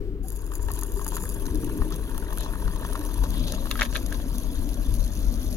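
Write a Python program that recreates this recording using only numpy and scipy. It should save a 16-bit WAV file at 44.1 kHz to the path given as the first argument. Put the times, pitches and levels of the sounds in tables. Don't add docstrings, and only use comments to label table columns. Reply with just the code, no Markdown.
import sys
import numpy as np
from scipy import signal
from scipy.fft import rfft, irfft
from scipy.io import wavfile
from scipy.ndimage import uniform_filter1d

SR = 44100
rng = np.random.default_rng(int(sys.argv[2]) if len(sys.argv) > 2 else 0)


def to_wav(sig):
    pcm = np.clip(np.atleast_2d(sig), -1, 1) * 32767
    pcm = np.round(pcm).astype(np.int16)
    wavfile.write(sys.argv[1], SR, pcm.T)


N = 245416
TIME = np.arange(N) / SR
FREQ = np.fft.rfftfreq(N, 1 / SR)
FIRST_DROP_S = 0.225

# frequency in Hz, relative level in dB.
SPLASH_SPECTRUM = [(400, -28.5), (650, 2), (780, -29), (880, 7.5), (1120, 5.5), (1420, -4), (1850, -1.5),
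                   (2100, -50), (2350, -23), (2650, -13), (5000, -16.5), (9000, -26)]


def amp(db):
    return 10 ** (np.asarray(db) / 20)


def unit(x):
    return x / np.sqrt(np.mean(x ** 2) + 1e-20)


def curves(table):
    s, *columns = np.transpose(table)
    return [np.interp(TIME, s, c) for c in columns]


def spectra(table, hz):
    f, *columns = np.transpose(table)
    return [np.interp(np.log(hz + 1), np.log(f + 1), c) for c in columns]


def swells(table):
    rise_db = 0
    for s, length_s, db in table:
        phase = np.pi * np.clip((TIME - s) / length_s, -.5, .5)
        rise_db = rise_db + db * np.cos(phase) ** 2
    return rise_db


def add(mix, s, sound):
    part = mix[:, max(round(s * SR), 0):][:, :sound.shape[1]]
    part += sound[:, :part.shape[1]]


def colour(x, spectrum, size=4096):
    log_gain = np.log(amp(spectra(spectrum, abs(np.fft.fftfreq(size, 1 / SR)))[0]))
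    ring = np.fft.ifft(np.exp(np.conj(signal.hilbert(log_gain)))).real
    return signal.fftconvolve(x, ring[None, :size // 2], axes=1)[:, :x.shape[1]]


def noise(spectrum):
    gain = amp(spectra(spectrum, FREQ)[0])
    return unit(irfft(rfft(rng.standard_normal((2, N))) * gain, N))


def band(x, low_hz, high_hz):
    low_cut = 1 + (low_hz / (FREQ + 1)) ** 24
    high_cut = 1 + (FREQ / high_hz) ** 24
    return irfft(rfft(x) / low_cut / high_cut, N)


def steady(x, window_s):
    power = abs(uniform_filter1d(x ** 2, int(window_s * SR), axis=1))
    return x / np.sqrt(power + 1e-9)


def resonate(x, hz, width_hz):
    turn = np.exp(2j * np.pi * np.cumsum(hz) / SR)
    r = np.exp(-np.pi * width_hz / SR)
    return 2 * (turn * signal.lfilter([1 - r], [1, -r], x / turn)).real


def grains(per_s, spread_db, clump_db, clump_s):
    clumps = unit(uniform_filter1d(rng.standard_normal(N), max(int(clump_s * SR), 1)))
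    size_db = spread_db * np.minimum(rng.exponential(1, N), 4) + clump_db * np.minimum(clumps, 2)
    births = rng.random(N) < per_s / SR
    return unit(amp(size_db) * births * rng.choice([-1, 1], (2, N)))


def bubbles(low_hz, high_hz, per_s, cycles, spread_db, count=24, size=2048):
    out, t = np.zeros((2, N)), np.arange(size) / SR
    for hz in np.geomspace(low_hz, high_hz, count):
        ring = np.sin(2 * np.pi * hz * t * (1 + 3 * t)) * np.exp(-t * hz / cycles)
        sizes = amp(spread_db * np.minimum(rng.exponential(1, N), 3))
        births = (rng.random(N) < per_s / count / SR) * sizes * rng.choice([-1, 1], (2, N))
        out += signal.oaconvolve(births, ring[None], axes=1)[:, :N]
    return unit(out)


def mottle(x, patchy_db, width_hz, length_s):
    z = signal.stft(x, nperseg=512, noverlap=384)[2]
    field = rng.standard_normal(z.shape[:0:-1])
    for axis, span in enumerate([length_s * SR / 128, width_hz * 512 / SR]):
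        kernel = np.exp(-(2 * np.arange(-16, 17) / span) ** 2)
        field = signal.fftconvolve(field, np.expand_dims(kernel, 1 - axis), "same")
    gain = unit(amp(patchy_db * np.minimum(unit(field), 2)))
    return signal.istft(z * gain.T, nperseg=512, noverlap=384)[1][:, :N]


def scatter(x, wet_db, decay_s, size=4096):
    t = np.arange(size) / SR
    tail = rng.standard_normal((2, size)) * np.exp(-t / decay_s) * (t > .0007)
    return x + amp(wet_db) * signal.fftconvolve(x, tail / np.linalg.norm(tail[0]), axes=1)[:, :N]


def ports(x):
    # frequency in Hz, likeness 0-1, left-right in dB, left lead in radians.
    port_rows = [(29.7, 0.96, 11, 0.5), (79.5, 1, 4, 0.5), (152, 0.97, 2.5, 0.5), (357, 0.9, 1, 0.49),
                 (646, 0.99, 1, 0.94), (1110, 0.7, 4.5, 0.92), (1660, 1, 2, 1.5), (2650, 0.36, 0, 1.8),
                 (3280, 0.55, 3.5, 4), (5230, 0.8, 3.5, 4.5), (6400, 0.47, 5, 6), (6760, 0.53, 9.5, 5.5),
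                 (8700, 0.92, 0.5, 5.5), (12300, 0.77, 0.5, 6.5), (15700, 0.76, 4, 7.5)]
    same, balance_db, lead = spectra(port_rows, FREQ)
    same = np.clip(same, 0, .995)
    left, right = amp(balance_db / 2), amp(-balance_db / 2)
    common, other = rfft(x)
    right_mix = same * common + np.sqrt(1 - same ** 2) * other
    pair = np.array([left * common, right * np.exp(-1j * lead) * right_mix])
    mean_gain = np.sqrt(left ** 2 + right ** 2 + 2 * same * np.cos(lead))
    return irfft(2 * pair / mean_gain, N)


def stages():
    # time in seconds, stage (0 upright, 1 tilted, 2 tipped over the pouch).
    tip_rows = [(1.3, 0.1), (1.4, 1.11), (3.02, 1.19), (3.3, 2.2)]
    tip = np.clip(curves(tip_rows)[0], 0, 2)
    return np.sqrt(np.maximum(1 - abs(tip - np.array([[0], [1], [2]])), 0))


def flowing():
    return np.clip((TIME - FIRST_DROP_S) / 0.033, 0, 1)


def background():
    # frequency in Hz, relative level in dB.
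    rumble_spectrum = [(8, -59), (18, -4.5), (26, -2.5), (33, 1.5), (42, 5.5), (53, -5), (68, -11),
                       (110, -16), (138, -27.5), (200, -34), (350, -37), (800, -70), (4000, -100)]
    air_spectrum = [(300, 6), (700, 0), (880, -7), (1100, -6.5), (1600, -8.5), (2250, -16), (3000, -17),
                    (6000, -44), (8050, -73), (11200, -29), (16000, -22)]
    open_spectrum = [(120, -7.5), (200, -23), (245, -3.5), (295, 3), (345, -7.5), (405, 2.5), (470, -9.5),
                     (560, -22.5), (720, -35.5), (2000, -40), (7000, -48)]
    covered_spectrum = [(120, -41), (195, -8), (245, 5), (305, -4), (360, -12), (430, -12), (520, -31),
                        (720, -22), (2000, -88)]
    # time in seconds, level in dB.
    drone_level = [(0, -37), (.3, -46), (.95, -41), (1.3, -43), (1.55, -34.5), (1.85, -35.5), (2.05, -40.5),
                   (2.7, -43), (3.0, -41), (3.45, -38.5), (3.7, -39.5), (4.45, -39), (4.7, -37.5),
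                   (5.08, -43.5), (5.3, -38)]
    # top in seconds, length in seconds, rise in dB.
    gusts = [(.67, 0.28, 5.5), (.95, 0.1, 4.5), (1.53, 0.25, 5), (1.82, 0.059, 11), (2.66, 0.12, 6.5),
             (3.24, 0.25, 8), (3.42, 0.14, 5.5), (4.61, 0.1, 6.5), (4.95, 0.36, 7.5), (5.27, 0.16, 6.5)]
    start_hz, end_hz, sink_s = 341, 284.3, 2.67
    rumble_db, freshen_db_per_s = -31.5, 0.76

    centre_hz = end_hz + (start_hz - end_hz) * np.exp(-TIME / sink_s)
    upright, tilted, covered = stages()
    broad = np.hypot(upright, tilted) * noise(open_spectrum) + covered * noise(covered_spectrum)
    hum = resonate(rng.standard_normal((2, N)), centre_hz, width_hz=85)
    hum = resonate(hum, centre_hz, width_hz=75)
    drone = steady(broad + .5 * unit(hum), 0.12) * amp(curves(drone_level)[0])
    level_db = rumble_db + freshen_db_per_s * TIME + swells(gusts)
    rumble = steady(noise(rumble_spectrum), 0.131) * amp(level_db)
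    return rumble + drone + noise(air_spectrum) * amp(-55.5)


def bloops():
    # centre in seconds, level in dB, pitch in Hz, length in seconds.
    bloop_rows = [(0.08, -36.5, 372, 0.11), (0.253, -45, 756, 0.048), (0.978, -32.5, 386, 0.054),
                  (1.25, -40.5, 492, 0.054), (1.463, -31.5, 272, 0.093), (1.557, -26.5, 304, 0.06),
                  (1.66, -30.5, 287, 0.11), (1.761, -31, 293, 0.081), (1.852, -32.5, 303, 0.12),
                  (3.002, -32.5, 300, 0.055), (3.412, -28.5, 254, 0.057), (3.239, -34, 495, 0.016),
                  (3.524, -31.5, 580, 0.014), (3.546, -41, 627, .04), (3.621, -44, 550, .05),
                  (4.672, -34.5, 279, 0.074), (5.536, -41.5, 600, .03)]
    out = np.zeros((2, N))
    for s, db, hz, length_s in bloop_rows:
        t = np.arange(-length_s / 2, length_s / 2, 1 / SR)
        tone = amp(db) * np.hanning(len(t)) * np.sin(2 * np.pi * hz * t * (1 + 0.49 * t))
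        add(out, s + t[0], np.array([tone, 0 * tone]))
    return out


def ringing_tail(x, size=4096):
    # frequency in Hz, relative level in dB, 60 dB decay time in seconds.
    tail_tones = [(1055, -3, .05), (1240, -3, .06), (1615, 0, .045), (1775, -3, .05), (2040, -2, .04),
                  (2132, -1, .04), (2240, -3, .04), (2500, -9, .055), (2640, -9, .055), (3198, -2, .056),
                  (3590, -1, .06)]
    t = np.arange(size) / SR
    ring = 0
    for hz, db, t60_s in tail_tones:
        ring = ring + amp(db - 60 * t / t60_s) * np.sin(2 * np.pi * (hz * t + rng.random()))
    ring = ring * (1 - np.exp(-t / .002))
    return signal.oaconvolve(x, ring[None] / np.linalg.norm(ring), axes=1)[:, :N] * amp(-18.5)


def crinkles(size=2048):
    # time in seconds, level in dB, pitch in Hz, share of crackle 0-1, ring time constant in seconds.
    crease_rows = [(3.6702, -25, 1100, .3, .0012), (3.7125, -12, 3800, .3, .0004),
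                   (3.7138, -18, 2750, .35, .0009), (3.7555, -21.5, 1300, .35, .002),
                   (3.777, -29, 1700, .7, .0006), (3.7905, -27, 2400, .7, .0005),
                   (3.7934, -16.5, 1650, .3, .001), (3.798, -19, 1900, .7, .0006),
                   (3.811, -10, 1550, .36, .0005), (3.8118, -17, 5800, .4, .0004),
                   (3.8189, -4.7, 1950, .1, .00042), (3.8212, -18, 2150, .3, .0008),
                   (3.8272, -16, 1300, .55, .001), (3.8318, -20, 2000, .8, .0006),
                   (3.836, -24, 2000, .7, .0006), (3.851, -25, 2400, .7, .0006),
                   (3.8592, -25, 2600, .6, .0008), (3.927, -31, 1500, .6, .0008),
                   (3.9485, -28, 3000, .8, .0005), (3.9517, -25, 2500, .8, .0006),
                   (3.9551, -15.5, 1720, .25, .0013), (3.9567, -17, 3600, .25, .0009),
                   (3.9616, -16, 2450, .3, .0009), (3.963, -19.5, 4000, .25, .001),
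                   (3.978, -28, 2400, .8, .0006), (4.12, -34, 1600, .5, .002),
                   (4.1245, -25, 1640, .33, .0024), (4.1315, -33, 1500, .5, .0015),
                   (4.1452, -26, 4200, .6, .0004), (4.201, -33, 1700, .5, .0008)]
    # frequency in Hz, relative level in dB.
    snap_spectrum = [(200, -38), (600, 4), (800, -22), (1000, 2.5), (1250, 5.5), (1450, -10), (1650, 5),
                     (2100, -1), (2450, -14), (2700, -3.5), (3700, 0), (5200, -12.5), (6600, -7),
                     (8000, -24), (11000, -16), (16000, -27)]
    out, t = np.zeros((2, N)), np.arange(size) / SR - .008
    late = np.maximum(t - np.array([[0], [.00007]]), 0)
    flip = np.minimum(np.exp(t / .0007), np.exp(-t / .0022))
    strain = np.minimum(np.exp(t / .004), np.exp(-t / .011))
    for s, db, hz, crackle, ring_s in crease_rows:
        snap = np.sin(2 * np.pi * hz * late) * (1 - np.exp(-late / .0002)) * np.exp(-late / ring_s)
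        creases = colour(rng.standard_normal((2, size)) * flip, snap_spectrum)
        ticks = rng.standard_normal((2, size)) * (rng.random(size) < 900 / SR)
        trail = colour(ticks * strain, snap_spectrum)
        blend = (1 - crackle) * snap / abs(snap).max() + 1.5 * crackle * creases / abs(creases).max()
        add(out, s + t[0], amp(db) * (blend + .4 * np.sqrt(crackle) * trail / abs(trail).max()))
    lean = amp(4 * np.array([[.5], [-.5]])) - 1
    out = out + band(out, 100, 2000) * lean
    return scatter(out, wet_db=-17, decay_s=.009) + ringing_tail(out)


def pot_wall(clicks):
    # frequency in Hz, relative level in dB when upright, tilted, tipped.
    wall_spectra = [(890, -55, -64, -52), (2490, -38, -8, -16), (3900, -17, -19, -12),
                    (4400, -34, -17, -11), (4720, -7, -15, -8.5), (5200, -20.5, -15, -14.5),
                    (6200, -20.5, 0, -7.5), (6500, 0.5, -4, -4.5), (7630, -9, -10, -22),
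                    (7980, -19, -9.5, -17.5), (9470, -6, -1.5, -9.5), (9930, 2.5, 5, -8), (11180, -4, 6, 0),
                    (11900, 1, 3, -5), (12860, -11, -5, -9), (16200, -14, -7.5, -16.5)]
    hz, *columns = np.transpose(wall_spectra)
    rung = [colour(clicks, np.column_stack([hz, db])) for db in columns]
    blend = sum(weight * unit(x) for weight, x in zip(stages(), rung))
    return blend * np.sqrt(np.mean(clicks ** 2))


def sizzle():
    # time in seconds, level in dB.
    sizzle_level = [(0.25, -51), (0.6, -51), (0.8, -47.5), (0.97, -47), (1.25, -41.5), (1.45, -50),
                    (2.7, -50), (3.05, -45.5), (3.3, -49.5), (3.8, -45.5), (4.25, -49.5), (5.56, -48.5)]
    spurt_db, spurt_s = 1.5, 0.034
    upright, tilted, tipped = stages()
    coarse = grains(per_s=2500, spread_db=3.5, clump_db=4.5, clump_s=0.007)
    fine = grains(per_s=6000, spread_db=4.0, clump_db=2.2, clump_s=0.005)
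    pings = bubbles(low_hz=5636, high_hz=13160, per_s=900, cycles=11, spread_db=7.0, count=16)
    fizz = pot_wall(upright * coarse + np.hypot(tilted, tipped) * fine + .33 * pings)
    fizz = scatter(fizz, wet_db=-17, decay_s=.007)
    spurts = uniform_filter1d(rng.standard_normal(N), int(spurt_s * SR))
    spurts = unit(uniform_filter1d(spurts, int(spurt_s * SR / 2)))
    return steady(fizz, 0.2) * amp(curves(sizzle_level)[0] + spurt_db * spurts) * flowing()


def spits(size=512):
    # time in seconds, strength in dB ahead of the wall's colouring.
    spit_rows = [(0.284, -17.5), (0.303, -17.5), (0.321, -21.5), (0.3616, -20), (0.465, -23), (0.538, -18),
                 (0.554, -13.5), (0.628, -19), (0.7166, -11), (0.7367, -15), (0.757, -21), (0.791, -13.5),
                 (.812, -16), (.834, -9.5), (0.92, -20), (1.046, -13), (1.066, -16), (1.08, -11),
                 (1.1194, -22.5), (1.1555, -13), (1.167, -10), (1.236, -17.5), (1.2918, -12.5),
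                 (1.2985, -14), (1.423, -21), (1.5467, -19), (1.646, -15.5), (1.7784, -22), (1.905, -21),
                 (1.961, -17), (2.098, -24), (2.1793, -12), (2.238, -25), (2.331, -20), (2.3742, -15),
                 (2.3844, -14), (2.408, -15), (2.913, -26), (2.9319, -25), (2.993, -19), (3.051, -18),
                 (3.1423, -16), (3.24, -15), (3.3053, -14.5), (3.4723, -19), (3.521, -20), (3.714, -11.5),
                 (3.813, -29), (3.829, -9.5), (3.97, -14.5), (4.127, -15.5), (4.383, -13), (4.691, -17),
                 (4.94, -14), (5.048, -20)]
    rise_s, fall_s = .0002, .0021
    spray_share = .55
    out, t = np.zeros((2, N)), np.arange(size) / SR - .001
    envelope = np.exp(-t / fall_s) * np.minimum(np.exp(t / rise_s), 1)
    tick = np.sqrt(1 - spray_share)
    for s, db in spit_rows:
        spray = rng.standard_normal((2, size)) * envelope
        burst = np.sqrt(spray_share) * spray / np.linalg.norm(spray[0])
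        burst[0, np.argmin(abs(t))] += tick
        burst[1, np.argmin(abs(t - rng.uniform(.0002, .0007)))] += tick
        add(out, s + t[0], amp(db) * burst)
    return pot_wall(out)


def hot_pot():
    pair = ports(mottle(sizzle(), patchy_db=2.6, width_hz=550, length_s=.014) + spits())
    rim = band(pair, low_hz=6450, high_hz=7900) * stages()[0] * 0.66
    return pair + rim * np.array([[.5], [-1]])


def swish():
    # time in seconds, level in dB, pitch in Hz.
    swish_rows = [(3.31, -63, 3270), (3.37, -49, 3350), (3.44, -58, 3600), (3.49, -47, 3850),
                  (3.55, -61, 3770), (3.61, -55, 3750)]
    width_hz = 1050
    db, hz = curves(swish_rows)
    spray = grains(per_s=3000, spread_db=2.5, clump_db=1.5, clump_s=.005)
    sliding = (TIME > swish_rows[0][0]) & (TIME < swish_rows[-1][0])
    return unit(resonate(resonate(spray, hz, width_hz), hz, width_hz)) * amp(db) * sliding


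def drop(spectrum, size=512):
    t = np.arange(size) / SR
    tick = colour(rng.standard_normal((2, size)) * np.exp(-t / .0026), spectrum, size=1024)
    return tick / abs(tick[0]).max()


def taps(count=48):
    # time in seconds, level in dB.
    tap_rows = [(1.457, -32), (1.466, -31), (1.556, -32.5), (1.924, -33), (1.943, -33.5), (2.435, -34),
                (2.448, -34), (2.680, -36), (2.761, -35), (2.843, -45), (2.899, -42), (2.933, -30),
                (2.96, -35), (3.012, -36), (3.062, -37), (3.095, -45), (3.372, -51), (3.398, -36),
                (3.482, -27), (3.523, -24), (4.063, -26.5), (4.357, -37), (4.556, -37), (4.592, -48),
                (4.733, -37.5), (4.743, -32), (5.041, -35), (5.068, -45)]
    # frequency in Hz, relative level in dB.
    foil_spectrum = [(900, -6), (2200, -16), (2900, -23), (3900, -0.5), (5000, -9), (6400, 3), (7900, -20),
                     (11000, 0.5), (16000, -23)]
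    dribble_spectrum = [(1000, -34), (3000, -20), (4200, -7), (5200, -7), (6300, 3), (7600, -16),
                        (11000, -6), (16000, -25)]
    start_s, drops_per_s, jitter_drops = 4.95, 54, 0.12
    dribble_db, spread_db = -38.5, 2
    out = np.zeros((2, N))
    for s, db in tap_rows:
        add(out, s - .001, amp(db) * drop(foil_spectrum))
    early, strength = rng.standard_normal((count, 2)).T
    times_s = start_s + (np.arange(count) + jitter_drops * early) / drops_per_s
    for s, db in zip(times_s, dribble_db + spread_db * strength):
        add(out, s, amp(db) * drop(dribble_spectrum))
    return out


def splats(size=2048):
    # time in seconds, level in dB, pitch in Hz.
    splat_rows = [(.519, -35.5, 1125), (0.536, -37, 1230), (0.6864, -29, 930), (0.7047, -28, 1020),
                  (0.791, -35, 1150), (0.825, -31.5, 1070), (.834, -37, 1170), (0.995, -34, 1190),
                  (1.015, -34, 1040), (1.0654, -27.5, 1030), (1.081, -36, 1190), (1.121, -30.5, 990),
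                  (1.131, -33, 990), (1.1684, -24, 1300), (1.181, -33.5, 1520), (1.2388, -33, 1140),
                  (1.256, -37, 1670), (1.312, -37, 1100), (1.4554, -33.5, 990), (1.634, -37, 1220),
                  (1.697, -33.5, 990), (1.82, -28.5, 1050), (1.915, -38, 1100), (1.923, -34, 1260),
                  (1.954, -44, 1210), (2.18, -36, 1280), (2.226, -34.5, 1400), (2.246, -40, 1320),
                  (2.288, -37, 1090), (2.327, -29.5, 1150), (2.377, -34.5, 1390), (2.41, -33, 1040),
                  (2.4624, -29.5, 1000), (2.536, -31, 1390), (2.5555, -33, 1210), (2.68, -29, 1260),
                  (2.702, -38, 1040), (2.76, -35, 1080), (2.799, -39, 1150), (2.825, -34, 1100),
                  (2.849, -30, 1040), (2.927, -36, 1200), (2.955, -26, 1210), (2.960, -29.5, 1100),
                  (3.014, -36, 1100), (3.090, -36.5, 1080), (3.1854, -37, 1130), (3.2385, -25, 970),
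                  (3.259, -37, 1180), (3.3429, -33.5, 1080), (3.537, -32, 1280), (3.583, -35.5, 1110),
                  (3.657, -32, 1180)]
    plop_share, plop_cycles, plop_rise_per_s = .25, 7, 5
    out, t = np.zeros((2, N)), np.arange(size) / SR - .004
    after = np.maximum(t + .0007, 0)
    swell = np.minimum(np.exp(t / .0025), np.exp(-t / .0042))
    for s, db, hz in splat_rows:
        spatter = colour(rng.standard_normal((2, size)) * swell, SPLASH_SPECTRUM)
        turns = hz * t + np.array([[0], [rng.random()]])
        pop = np.sin(2 * np.pi * turns) * (1 - np.exp(-after / 0.00065)) * np.exp(-after / 0.00082)
        plop = np.sin(2 * np.pi * turns * (1 + plop_rise_per_s * after))
        plop = plop * (1 - np.exp(-after / 0.0015)) * np.exp(-after * hz / plop_cycles)
        splat = .9 * pop / abs(pop).max() + plop_share * plop + 0.7 * spatter / abs(spatter).max()
        add(out, s + t[0], amp(db) * splat)
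    return out


def stream():
    # time in seconds, level in dB.
    pour_level = [(.22, -65), (.45, -59.5), (.7, -55.5), (1.15, -54), (1.6, -54), (2.5, -51.5),
                  (3.1, -50.5), (3.4, -56), (4.1, -55.5), (5.56, -65)]
    drum_level = [(.2, -45.5), (.55, -58), (1.25, -41), (1.45, -47), (1.8, -39), (2.2, -46.5), (2.7, -40),
                  (3.05, -51), (3.4, -35.5), (3.8, -49.5), (4.3, -41.5), (4.8, -44), (5.25, -43),
                  (5.5, -45)]
    # top in seconds, length in seconds, rise in dB.
    surges = [(.77, 0.23, 9), (1.15, 0.17, 12.5), (1.93, 0.04, 12.5), (2.42, 0.16, 15), (2.93, 0.41, 3),
              (3.24, 0.059, 12.5), (3.38, 0.21, 2), (3.5, 0.37, 11.5), (3.96, 0.13, 14)]
    # frequency in Hz, relative level in dB.
    rustle_spectrum = [(1500, -10.5), (2250, -9), (2700, 3.5), (3000, -1), (3550, -2.5), (4100, -0.5),
                       (4700, -1), (5600, 0), (7200, 2), (8200, -24), (14000, -24)]
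    hollow_spectrum = [(300, -5.5), (480, 0.5), (600, 2.5), (700, -5.5), (830, -15), (1100, -12),
                       (1700, -16.5), (2200, -21.5), (5000, -48)]
    drum_spectrum = [(70, -10), (125, -1), (180, 4.5), (225, -1), (280, -8), (500, -70), (4000, -85)]
    soak_s = 1.37
    rustle_dry_db, rustle_wet_db = -69.5, -59
    hollow_dry_db, hollow_wet_db, hollow_surge_share = -61.5, -48.5, 0.28
    froth_db, glug_db = -1.5, -3.5
    droplets_db = -66.5

    splash_db, drum_db, surge_db = curves(pour_level)[0], curves(drum_level)[0], swells(surges)
    flow = amp(splash_db - splash_db.max())
    soaked = 1 - np.exp(-np.maximum(TIME - FIRST_DROP_S, 0) / soak_s)
    rustle_db = rustle_dry_db + (rustle_wet_db - rustle_dry_db) * soaked + surge_db
    hollow_db = hollow_dry_db + (hollow_wet_db - hollow_dry_db) * soaked + hollow_surge_share * surge_db

    patter = colour(grains(per_s=450, spread_db=3.0, clump_db=4, clump_s=0.007), SPLASH_SPECTRUM)
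    gurgle = bubbles(low_hz=880, high_hz=1880, per_s=130, cycles=5.5, spread_db=3.0, count=16)
    landing = (0.91 * steady(patter, 0.27) + 0.66 * gurgle) * amp(splash_db)

    rustle = colour(grains(per_s=650, spread_db=4.0, clump_db=3.0, clump_s=0.005), rustle_spectrum)
    froth = bubbles(low_hz=3210, high_hz=4140, per_s=330, cycles=6.4, spread_db=-3.0, count=8)
    rustle = unit(rustle) + amp(froth_db) * soaked * froth
    rustle = mottle(steady(rustle, 0.057), patchy_db=4.5, width_hz=300, length_s=.02)

    droplets = bubbles(low_hz=2650, high_hz=5600, per_s=60, cycles=12, spread_db=4.0, count=10)
    wet = landing + rustle * amp(rustle_db) + droplets * amp(droplets_db) * flow

    glugs = bubbles(low_hz=480, high_hz=650, per_s=35, cycles=6, spread_db=2.0, count=6)
    wash = mottle(noise(hollow_spectrum), patchy_db=2.2, width_hz=200, length_s=.035)
    hollow = (wash + amp(glug_db) * glugs * flow) * amp(hollow_db) * flowing()
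    drumming = steady(noise(drum_spectrum), 0.27) * amp(drum_db)
    return scatter(wet * flowing(), wet_db=-8, decay_s=0.007) + hollow + drumming


def scene():
    at_ports = ports(background() + bloops() + swish() + taps() + splats() + stream())
    return at_ports + hot_pot() + crinkles()


def record(dry):
    edge = signal.firwin(511, 16000, window=("kaiser", 9), fs=SR)
    return signal.oaconvolve(dry * signal.windows.tukey(N, .002), edge[None], "same")


dry = scene()
out = record(dry)
to_wav(out)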